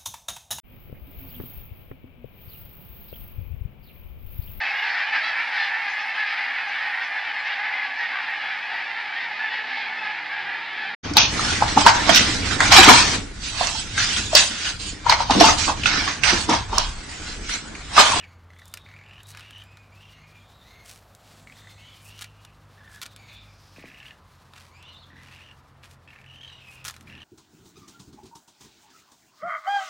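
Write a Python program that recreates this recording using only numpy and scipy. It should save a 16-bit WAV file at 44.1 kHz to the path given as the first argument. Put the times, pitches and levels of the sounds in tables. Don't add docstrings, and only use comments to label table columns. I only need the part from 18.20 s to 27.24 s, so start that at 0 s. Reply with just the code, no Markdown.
import sys
import numpy as np
from scipy import signal
from scipy.fft import rfft, irfft, next_fast_len
from scipy.io import wavfile

SR = 44100
rng = np.random.default_rng(int(sys.argv[2]) if len(sys.argv) > 2 else 0)


def put_to_file(sound):
    columns = np.atleast_2d(sound).T
    safe = np.clip(columns, -1, 1)
    whole_steps = np.round(safe * 32767)
    wavfile.write(sys.argv[1], SR, whole_steps.astype(np.int16))


N = 398663
TIME = np.arange(N) / SR


def amp(db):
    return 10 ** (np.asarray(db) / 20)


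def unit(x):
    return x / np.sqrt(np.mean(x ** 2) + 1e-20)


def add(mix, s, sound):
    part = mix[max(round(s * SR), 0):][:len(sound)]
    part += sound[:len(part)]


def level_at(points, hz):
    f, db = np.transpose(points)
    return np.interp(np.log(hz + 1), np.log(f), db)


def coloured(x, points):
    length = next_fast_len(len(x))
    gain = amp(level_at(points, np.fft.rfftfreq(length, 1 / SR)))
    return unit(irfft(rfft(x, length) * gain, length)[:len(x)])


def wander(size, hz):
    steps = np.arange(size) * 8 * hz / SR
    smooth = signal.lfilter(*signal.butter(2, 1 / 5), rng.standard_normal(int(steps[-1]) + 400))
    return np.interp(steps, np.arange(len(smooth)) - 20, unit(smooth))


def phase_of(hz):
    return 2 * np.pi * np.cumsum(hz) / SR


def noise_band(size, hz, width_hz):
    turn = np.exp(1j * phase_of(hz * np.ones(size)))
    pole = np.exp(-np.pi * width_hz / SR)
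    band = turn * signal.lfilter([1], np.poly([pole, pole]), rng.standard_normal(size) / turn)
    return unit(band.real)


def engine(drift=0.00816, waver_db=2):
    # t/s, firing rate/Hz, second tone/dB, third tone/dB
    running = [(0.0, 43.6, -55, -64), (0.25, 42.8, -54.5, -78), (0.751, 48.8, -53.5, -62.5),
               (1.66, 49.5, -53.5, -68.5), (2.04, 50.3, -58, -59), (2.47, 49.88, -63.5, -72.5),
               (4.1, 51.05, -52.5, -62), (4.58, 49.54, -57.5, -65), (5.24, 51.3, -53.5, -67.5),
               (5.87, 44.4, -68.5, -65), (6.42, 43.54, -55.5, -63), (7.48, 44.8, -61, -59.5),
               (8.48, 42.6, -59.5, -58), (9.01, 42.47, -57.5, -56.5)]
    times, *columns = np.transpose(running)
    hz, second_db, third_db = (np.interp(TIME, times, column) for column in columns)
    phase = phase_of(hz * (1 + drift * wander(N, 3)))
    first_db = -63 + (hz - hz.max()) + 1.7 * wander(N, 11)
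    out = np.zeros(N)
    for k, db in enumerate([first_db, second_db, third_db - 1, -76], start=1):
        out += amp(db + waver_db * wander(N, 4.7)) * np.sin(k * phase + 2 * np.pi * rng.random())
    return np.sqrt(2) * out


def air(level_db=-56.5):
    # f/Hz, level/dB
    colour = [(20, -35), (40, -28), (60, 4), (100, 2), (200, -5), (380, -12), (700, -9.5), (1250, -8.5),
              (2000, -17.5), (3200, -26.5), (5000, -35.5), (15000, -64)]
    breeze = amp(.5 * wander(N, 4))
    return amp(level_db) * breeze * coloured(rng.standard_normal(N), colour)


def rustle(flicker_db=3):
    # t/s, level/dB
    loudness = [(0, -71.5), (1.2, -69.5), (3.0, -62), (3.3, -60.5), (3.9, -58.5), (4.3, -67.5),
                (4.85, -62.5), (5.2, -64), (5.7, -61.5), (6.6, -69), (7.9, -69), (9.04, -66)]
    # f/Hz, level/dB
    colour = [(300, -15), (1500, 3.5), (4000, 8), (7500, -0.5), (11000, -4.5), (16000, -7)]
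    grainy = rng.standard_normal(N) * amp(.5 * wander(N, 1100))
    level_db = np.interp(TIME, *np.transpose(loudness))
    return coloured(grainy, colour) * amp(level_db + flicker_db * wander(N, 18))


def whistle(hz, waver, airy, overtone_db):
    # f/Hz, gain/dB
    beak = [(4000, 6.5), (4900, -2), (5800, -0.5), (6600, -0.5), (8000, -8.5), (11000, -20)]
    size = len(hz)
    pitch = hz * (1 + waver * wander(size, 22) + .035 * airy * wander(size, 300))
    phase = phase_of(pitch)
    smeared = phase + .34 * wander(size, 200)
    overtones = sum(amp(overtone_db + level_at(beak, k * hz)) * np.sin(k * smeared) for k in (2, 3))
    breath = airy * noise_band(size, pitch, width_hz=1600)
    return unit(np.sin(phase) + overtones + breath)


def chirp(gap_s, top_hz, droop, held, is_last, crest_s):
    scoop_s = pip_s = rasp_s = .0024
    t = np.arange(0, gap_s + crest_s, 1 / SR)
    size = len(t)
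    slack = np.clip(droop / .2, 0, 1)
    stray = 1 + .045 * slack * rng.standard_normal()
    pitch = top_hz * stray * (1 - .55 * np.exp(-t / scoop_s) - droop * (t / gap_s) ** 2)
    pip = np.exp(-((t - crest_s) / pip_s) ** 2)
    tail = 0 if is_last else held * amp(4 * wander(size, 150) - 3)
    tone = whistle(pitch, waver=.018, airy=.18 + .25 * slack, overtone_db=-19) * np.maximum(pip, tail)
    ringing = np.maximum(pip, np.sqrt(held) * np.exp(-t / .025))
    throat = amp(-7) * np.sqrt(slack) * noise_band(size, hz=1780, width_hz=240) * ringing
    since_snap = t - crest_s + pip_s / 2
    snap = (since_snap > 0) * np.exp(-abs(since_snap) / rasp_s)
    rasp = amp(-13) * noise_band(size, top_hz, width_hz=6200) * snap
    return (tone + throat + rasp) * signal.windows.tukey(size, .2)


def trills(crest_s=.0042, stress_db=2.5):
    # first chirp/s, last chirp/s, chirp count, quickening/share, first f/Hz, last f/Hz,
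    # level near the end/dB, growth/dB, tone held between chirps/dB, pitch droop/share
    purrs = [(.004, 0.05, 3, 0.01, 2965, 2830, -49.5, -2, -1, 0.2),
             (0.305, .42, 5, 0.096, 2360, 2156, -48, 0.5, -28, 0.13),
             (0.664, 1.005, 15, 0.052, 2260, 3140, -48.5, -2.5, -7, 0.17),
             (1.206, 1.422, 10, 0.049, 2945, 3244, -46, 6, 0, 0.074),
             (3.274, 3.325, 3, 0.0097, 2220, 2660, -45.5, -2, -31, 0.12),
             (3.369, 3.473, 5, 0.0041, 2180, 2014, -52, 0.5, -21, 0.225),
             (4.576, 4.782, 8, 0.094, 1785, 1773, -50.5, 7.5, 0.5, 0.056),
             (5.563, 5.909, 13, 0.12, 2617, 3130, -44.5, 1.5, -6, 0.32),
             (6.904, 7.017, 5, 0, 1936, 2125, -52.5, 1, -1, 0.154),
             (7.062, 7.314, 11, 0.0017, 2836, 3204, -48.5, 3, -4, 0.13),
             (7.878, 8.043, 7, 0.017, 2854, 2580, -50, -2, -7.5, 0.22),
             (8.064, 8.301, 11, 0.067, 3045, 3300, -45, 5, -1, 0.062),
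             (8.874, 9.031, 7, 0.0064, 2806, 3195, -46.5, -1.5, -3, 0.23)]
    out = np.zeros(N)
    for first_s, last_s, count, quickening, first_hz, last_hz, db, growth_db, held_db, droop in purrs:
        progress = np.linspace(0, 1, round(count))
        times = first_s + (last_s - first_s) * (progress + quickening * progress * (1 - progress))
        tops = first_hz + (last_hz - first_hz) * np.sin(np.pi / 2 * progress) ** 2
        for s, gap_s, top_hz, along in zip(times, np.gradient(times), tops, progress):
            is_last = along == 1
            held = amp(held_db) * (top_hz / tops.max()) ** 2.6
            gain = amp(db + growth_db * (along - 1) + rng.standard_normal() + stress_db * is_last)
            add(out, s - crest_s, gain * chirp(gap_s, top_hz, droop, held, is_last, crest_s))
    return out


def peep_shape(rise, fall, first_hz, crest_hz, last_hz, ends_db=-9):
    t = np.arange(-rise, fall, 1 / SR)
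    before, after = np.minimum(t / rise, 0) ** 2, np.maximum(t / fall, 0) ** 2
    hz = crest_hz + (first_hz - crest_hz) * before + (last_hz - crest_hz) * after
    return hz, ends_db * (before + after)


def peeps(twin_db=-3, husk_db=-7, flutter_db=4):
    # start/s, rise/s, fall/s, first f/Hz, crest f/Hz, last f/Hz, level/dB, overtones/dB
    calls = [(.02, 0.046, 0.11, 2400, 2297, 2200, -61.5, -11),
             (.28, 0.33, 0.12, 3230, 3730, 3680, -61.5, -22),
             (0.679, 0.2, .12, 2030, 2480, 2530, -60.5, -13.5),
             (.97, 0.08, 0.4, 3330, 3830, 3660, -61.5, -18),
             (1.38, .11, 0.19, 2296, 2460, 2476, -59.5, -11), (1.71, 0.17, .11, 2160, 2860, 2795, -56, -14),
             (1.91, 0.084, 0.071, 2100, 2135, 2170, -60, -10),
             (1.998, 0.063, 0.2, 2200, 2426, 2270, -59.5, -24),
             (2.13, 0.26, 0.23, 3372, 3744, 3500, -62.5, -9), (2.42, 0.2, 0.029, 1938, 2160, 2360, -57, -9),
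             (3.32, .14, 0.13, 3520, 3600, 3560, -61, -20), (3.4, 0.23, 0.18, 1950, 2185, 2400, -60, -7),
             (3.57, .11, 0.11, 2440, 3065, 3020, -54, -23), (3.79, 0.2, 0.11, 2200, 2916, 2600, -54.5, -13),
             (4.13, 0.11, 0.073, 2236, 2916, 2270, -63.5, -18),
             (4.87, 0.06, 0.054, 4050, 3680, 3570, -62.5, -18),
             (4.96, 0.11, 0.071, 2130, 2268, 2460, -54.5, -10),
             (5.04, .1, 0.22, 2304, 2525, 2256, -59, -17),
             (5.02, 0.072, 0.12, 3820, 3810, 3740, -61.5, -20),
             (5.079, 0.063, 0.088, 3600, 3500, 3620, -54, -18),
             (6.51, 0.079, 0.031, 2100, 2507, 2560, -56.5, -7.5),
             (6.595, 0.065, 0.079, 2550, 2900, 2750, -52, -19),
             (8.199, 0.097, 0.16, 3420, 3870, 3380, -61, -7),
             (8.29, 0.062, 0.083, 2800, 2910, 2760, -52, -17),
             (8.38, 0.09, 0.19, 2720, 2520, 2656, -52.5, -16)]
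    out = np.zeros(N)
    for s, *shape, db, overtone_db in calls:
        hz, swell_db = peep_shape(*shape)
        size = len(hz)
        hoarse = np.interp(hz.mean(), [3000, 3600], [.33, .38])
        reedy_db = overtone_db + np.linspace(3.5, -3.5, size)
        main = whistle(hz, waver=.017, airy=hoarse, overtone_db=reedy_db)
        weaving_hz = hz * (1 + .09 * np.tanh(wander(size, 9)))
        twin = whistle(weaving_hz, waver=.02, airy=1.6 * hoarse, overtone_db=overtone_db - 1)
        husk = hoarse ** 2 * noise_band(size, 1.4 * hz, width_hz=1800)
        parts = [(main, 0), (twin, twin_db), (husk, husk_db)]
        voice = sum(part * amp(part_db + flutter_db * wander(size, 46.4)) for part, part_db in parts)
        add(out, s, amp(db + swell_db + db) ** 0 * amp(db + swell_db) * unit(voice) * signal.windows.tukey(size, .12))
    return out


def grain_colour(x, treble_db, pivot_hz=4500, size=4096):
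    # f/Hz, level/dB
    colour = [(150, -6), (750, -1.5), (1400, 5.5), (2500, 9.5), (5000, 6), (9000, 1.5), (12000, -3.5),
              (16000, -9.5)]
    hz = abs(np.fft.fftfreq(size, 1 / SR))
    tilt_db = 0.49 * treble_db * np.tanh(2 * np.log((hz + 1) / pivot_hz))
    log_gain = np.log(amp(level_at(colour, hz) + tilt_db))
    spectrum = np.exp(np.conj(signal.hilbert(log_gain)))
    return signal.fftconvolve(x, np.fft.ifft(spectrum).real[:size // 4])


def pecks(full_blow_db=-31, spray_s=0.0028, bright_db=2):
    # t/s, level/dB, treble tilt/dB
    blows = [(.388, -56, 20), (.3968, -55, 22), (.4557, -47.5, 20), (.4795, -49, 25), (.483, -51, 22),
             (.5395, -29.5, 3.5), (.573, -36, 0), (1.0326, -48, 19), (1.1491, -40, -14), (1.166, -51, -14),
             (1.1727, -39.5, -6), (1.1857, -47, -18), (1.1955, -41, -9), (1.2077, -42, -10),
             (1.3078, -43, -1), (1.3815, -54, 28), (1.4385, -54.5, 20), (1.5714, -45.5, -11),
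             (2.95, -47, 14), (3.9915, -39, 0), (4.0215, -35, -2), (4.0416, -46, 1), (4.0438, -37, -2),
             (4.2498, -43.5, 2), (4.8164, -32, 2), (4.8573, -39, -4), (4.8624, -36.5, 1),
             (4.9628, -41.5, 5), (6.627, -50, 2), (7.034, -48.5, -8), (7.636, -44, -16), (8.6435, -41, 4),
             (8.6508, -30.5, -1), (8.6595, -33, -3), (8.669, -38, -6), (8.6812, -29, 1), (8.6849, -33, 2),
             (8.6915, -39, 10), (8.6982, -35, -3), (8.7087, -37.5, 5), (8.741, -44.5, -6),
             (8.7648, -42.5, -6), (8.8096, -46.5, -1), (8.8275, -58, 18)]
    # f/Hz, level/dB, time to fade by 60 dB/s
    bucket = [(1424, -18.5, 0.024), (1740, -26, 0.046), (2500, -25, 0.01), (3740, -25, 0.028),
              (4310, -23.5, 0.02), (7200, -24.5, 0.018)]
    out, t = np.zeros(N), np.arange(2048) / SR
    for s, db, treble_db in list(blows) + rattles():
        force = amp(.3 * min(db - full_blow_db, 0))
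        tick = force * .33 * rng.standard_normal(len(t)) * np.exp(-t / spray_s)
        tick[0] = 1
        tick[rng.integers(5, 24)] -= 1
        detunes = 1 + .03 * rng.standard_normal(len(bucket))
        knock = sum(amp(ring_db - 60 * t / fade_s) * np.sin(2 * np.pi * hz * detune * t)
                    for (hz, ring_db, fade_s), detune in zip(bucket, detunes))
        sound = rng.choice([-1, 1]) * grain_colour(tick + force * knock, treble_db + bright_db)
        attack_strength = np.sqrt(np.mean(sound[:SR // 441] ** 2))
        add(out, s, amp(db) * sound / attack_strength)
    return out


def slides(kernels_per_s=1400, spread_db=3.6):
    # peak/s, rise/s, fall/s, level/dB, treble tilt/dB
    stirs = [(0.501, 0.16, 0.15, -67.5, 16), (1.101, 0.029, 0.024, -49, 11),
             (1.195, 0.081, 0.094, -51.5, -13.5), (2.69, 0.035, 0.084, -47.5, 5.5),
             (3.141, 0.085, 0.061, -57.5, -1), (3.88, 0.057, 0.019, -53, 31),
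             (4.024, 0.054, 0.019, -51.5, 4), (4.751, 0.057, 0.036, -54, 6),
             (6.39, 0.049, 0.095, -54.5, -3), (7.16, 0.18, 0.1, -54.5, -11), (7.645, 0.013, 0.029, -51, -6),
             (7.722, 0.032, 0.025, -55.5, 2), (8.553, 0.061, 0.02, -56.5, 16), (8.675, .016, 0.11, -60, 7)]
    out, t = np.zeros(N), np.arange(-SR // 5, SR // 5) / SR
    for s, rise, fall, db, treble_db in stirs:
        strengths = amp(spread_db * np.minimum(rng.exponential(1, len(t)), 4))
        signs = rng.choice([-1, 1], len(t))
        hits = rng.random(len(t)) < kernels_per_s / SR
        kernels = unit(grain_colour(strengths * signs * hits, treble_db)[:len(t)])
        arch = np.exp(-(t / np.where(t < 0, rise, fall)) ** 2)
        add(out, s + t[0], amp(db) * kernels * arch)
    return out


def swell(s, half_s, hz, width_hz, db):
    out, t = np.zeros(N), np.arange(-2 * half_s, 2 * half_s, 1 / SR)
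    arch = np.exp(-(t / half_s) ** 2)
    add(out, s + t[0], amp(db) * arch * noise_band(len(t), hz, width_hz))
    return out


def far_washes():
    # peak/s, half length/s, centre f/Hz, width/Hz, level/dB
    washes = [(2.702, 0.43, 13100, 6000, -72), (2.898, 0.78, 686, 400, -62.5),
              (3.348, 0.36, 7600, 2500, -66), (5.469, 0.27, 5100, 1700, -63),
              (6.603, 0.7, 1035, 243, -63.5)]
    return sum(swell(*row) for row in washes)


def shuffles():
    # peak/s, half length/s, level/dB
    scuffs = [(3.246, 0.23, -60.5), (5.663, 0.093, -55), (6.981, .12, -58.5), (8.933, 0.16, -53.5)]
    return sum(swell(s, half_s, hz=208, width_hz=177, db=db) for s, half_s, db in scuffs)


def rattles(unevenness=0.23):
    # t/s, length/s, blow rate/Hz, level/dB, treble tilt/dB
    jabs = [(4.0105, .018, 235, -37.5, 2), (4.8242, .01, 310, -35, 0.5), (6.336, .055, 45, -44.5, -11),
            (8.654, .036, 215, -39.5, 8)]
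    blows = []
    for s, length, rate, db, treble_db in jabs:
        for k in range(int(np.ceil(length * rate))):
            slip = unevenness * rng.standard_normal() * (k > 0)
            blows.append((s + (k + slip) / rate, db, treble_db))
    return blows


def plops(drop_hz=1100, end_hz=140, glide_s=0.00307, swell_s=0.0038):
    # t/s, level/dB
    blips = [(5.581, -41.5), (5.638, -37.5)]
    out, t = np.zeros(N), np.arange(2048) / SR
    hz = end_hz + drop_hz * np.exp(-t / glide_s)
    blip = t / swell_s * np.exp(1 - t / swell_s) * np.sin(phase_of(hz))
    for s, db in blips:
        add(out, s, amp(db) * blip)
    return out


def warble(flutter_db=2.5):
    # t/s, f/Hz, level/dB
    path = [(6.62, 3350, -54), (6.645, 3420, -61), (6.695, 4090, -62), (6.72, 4130, -60),
            (6.738, 3630, -53), (6.762, 3660, -53), (6.793, 4470, -65), (6.815, 4220, -62),
            (6.84, 3255, -55), (6.85, 3050, -66)]
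    times, hz, db = np.transpose(path)
    out, t = np.zeros(N), np.arange(times[0], times[-1], 1 / SR)
    tone = whistle(np.interp(t, times, hz), waver=.012, airy=.28, overtone_db=-19)
    gain = amp(np.interp(t, times, db) + flutter_db * wander(len(t), 80))
    add(out, times[0], gain * tone * signal.windows.tukey(len(t), .08))
    return out


def pen_echo(x, echo_db, fade_s):
    t = np.arange(SR // 3) / SR
    dull_noise = signal.lfilter([1], [1, -.5], rng.standard_normal(len(t)))
    tail = dull_noise * amp(-60 * t / fade_s) * (t > .004)
    return x + amp(echo_db) * signal.fftconvolve(x, tail / np.linalg.norm(tail))[:N]


def scene():
    background = engine() + air() + rustle() + far_washes() + shuffles()
    purring = pen_echo(trills(), echo_db=-11, fade_s=.14)
    calls = pen_echo(peeps() + warble(), echo_db=-4.5, fade_s=.42)
    feeding = pen_echo(pecks() + slides() + plops(), echo_db=-13.5, fade_s=.1)
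    return np.tile(background + purring + calls + feeding, (2, 1))


def record(dry):
    treble_cut = signal.firwin(511, 16000, window=("kaiser", 9), fs=SR)
    return signal.oaconvolve(dry, treble_cut[None], "same")


dry = scene()
out = record(dry)
put_to_file(out)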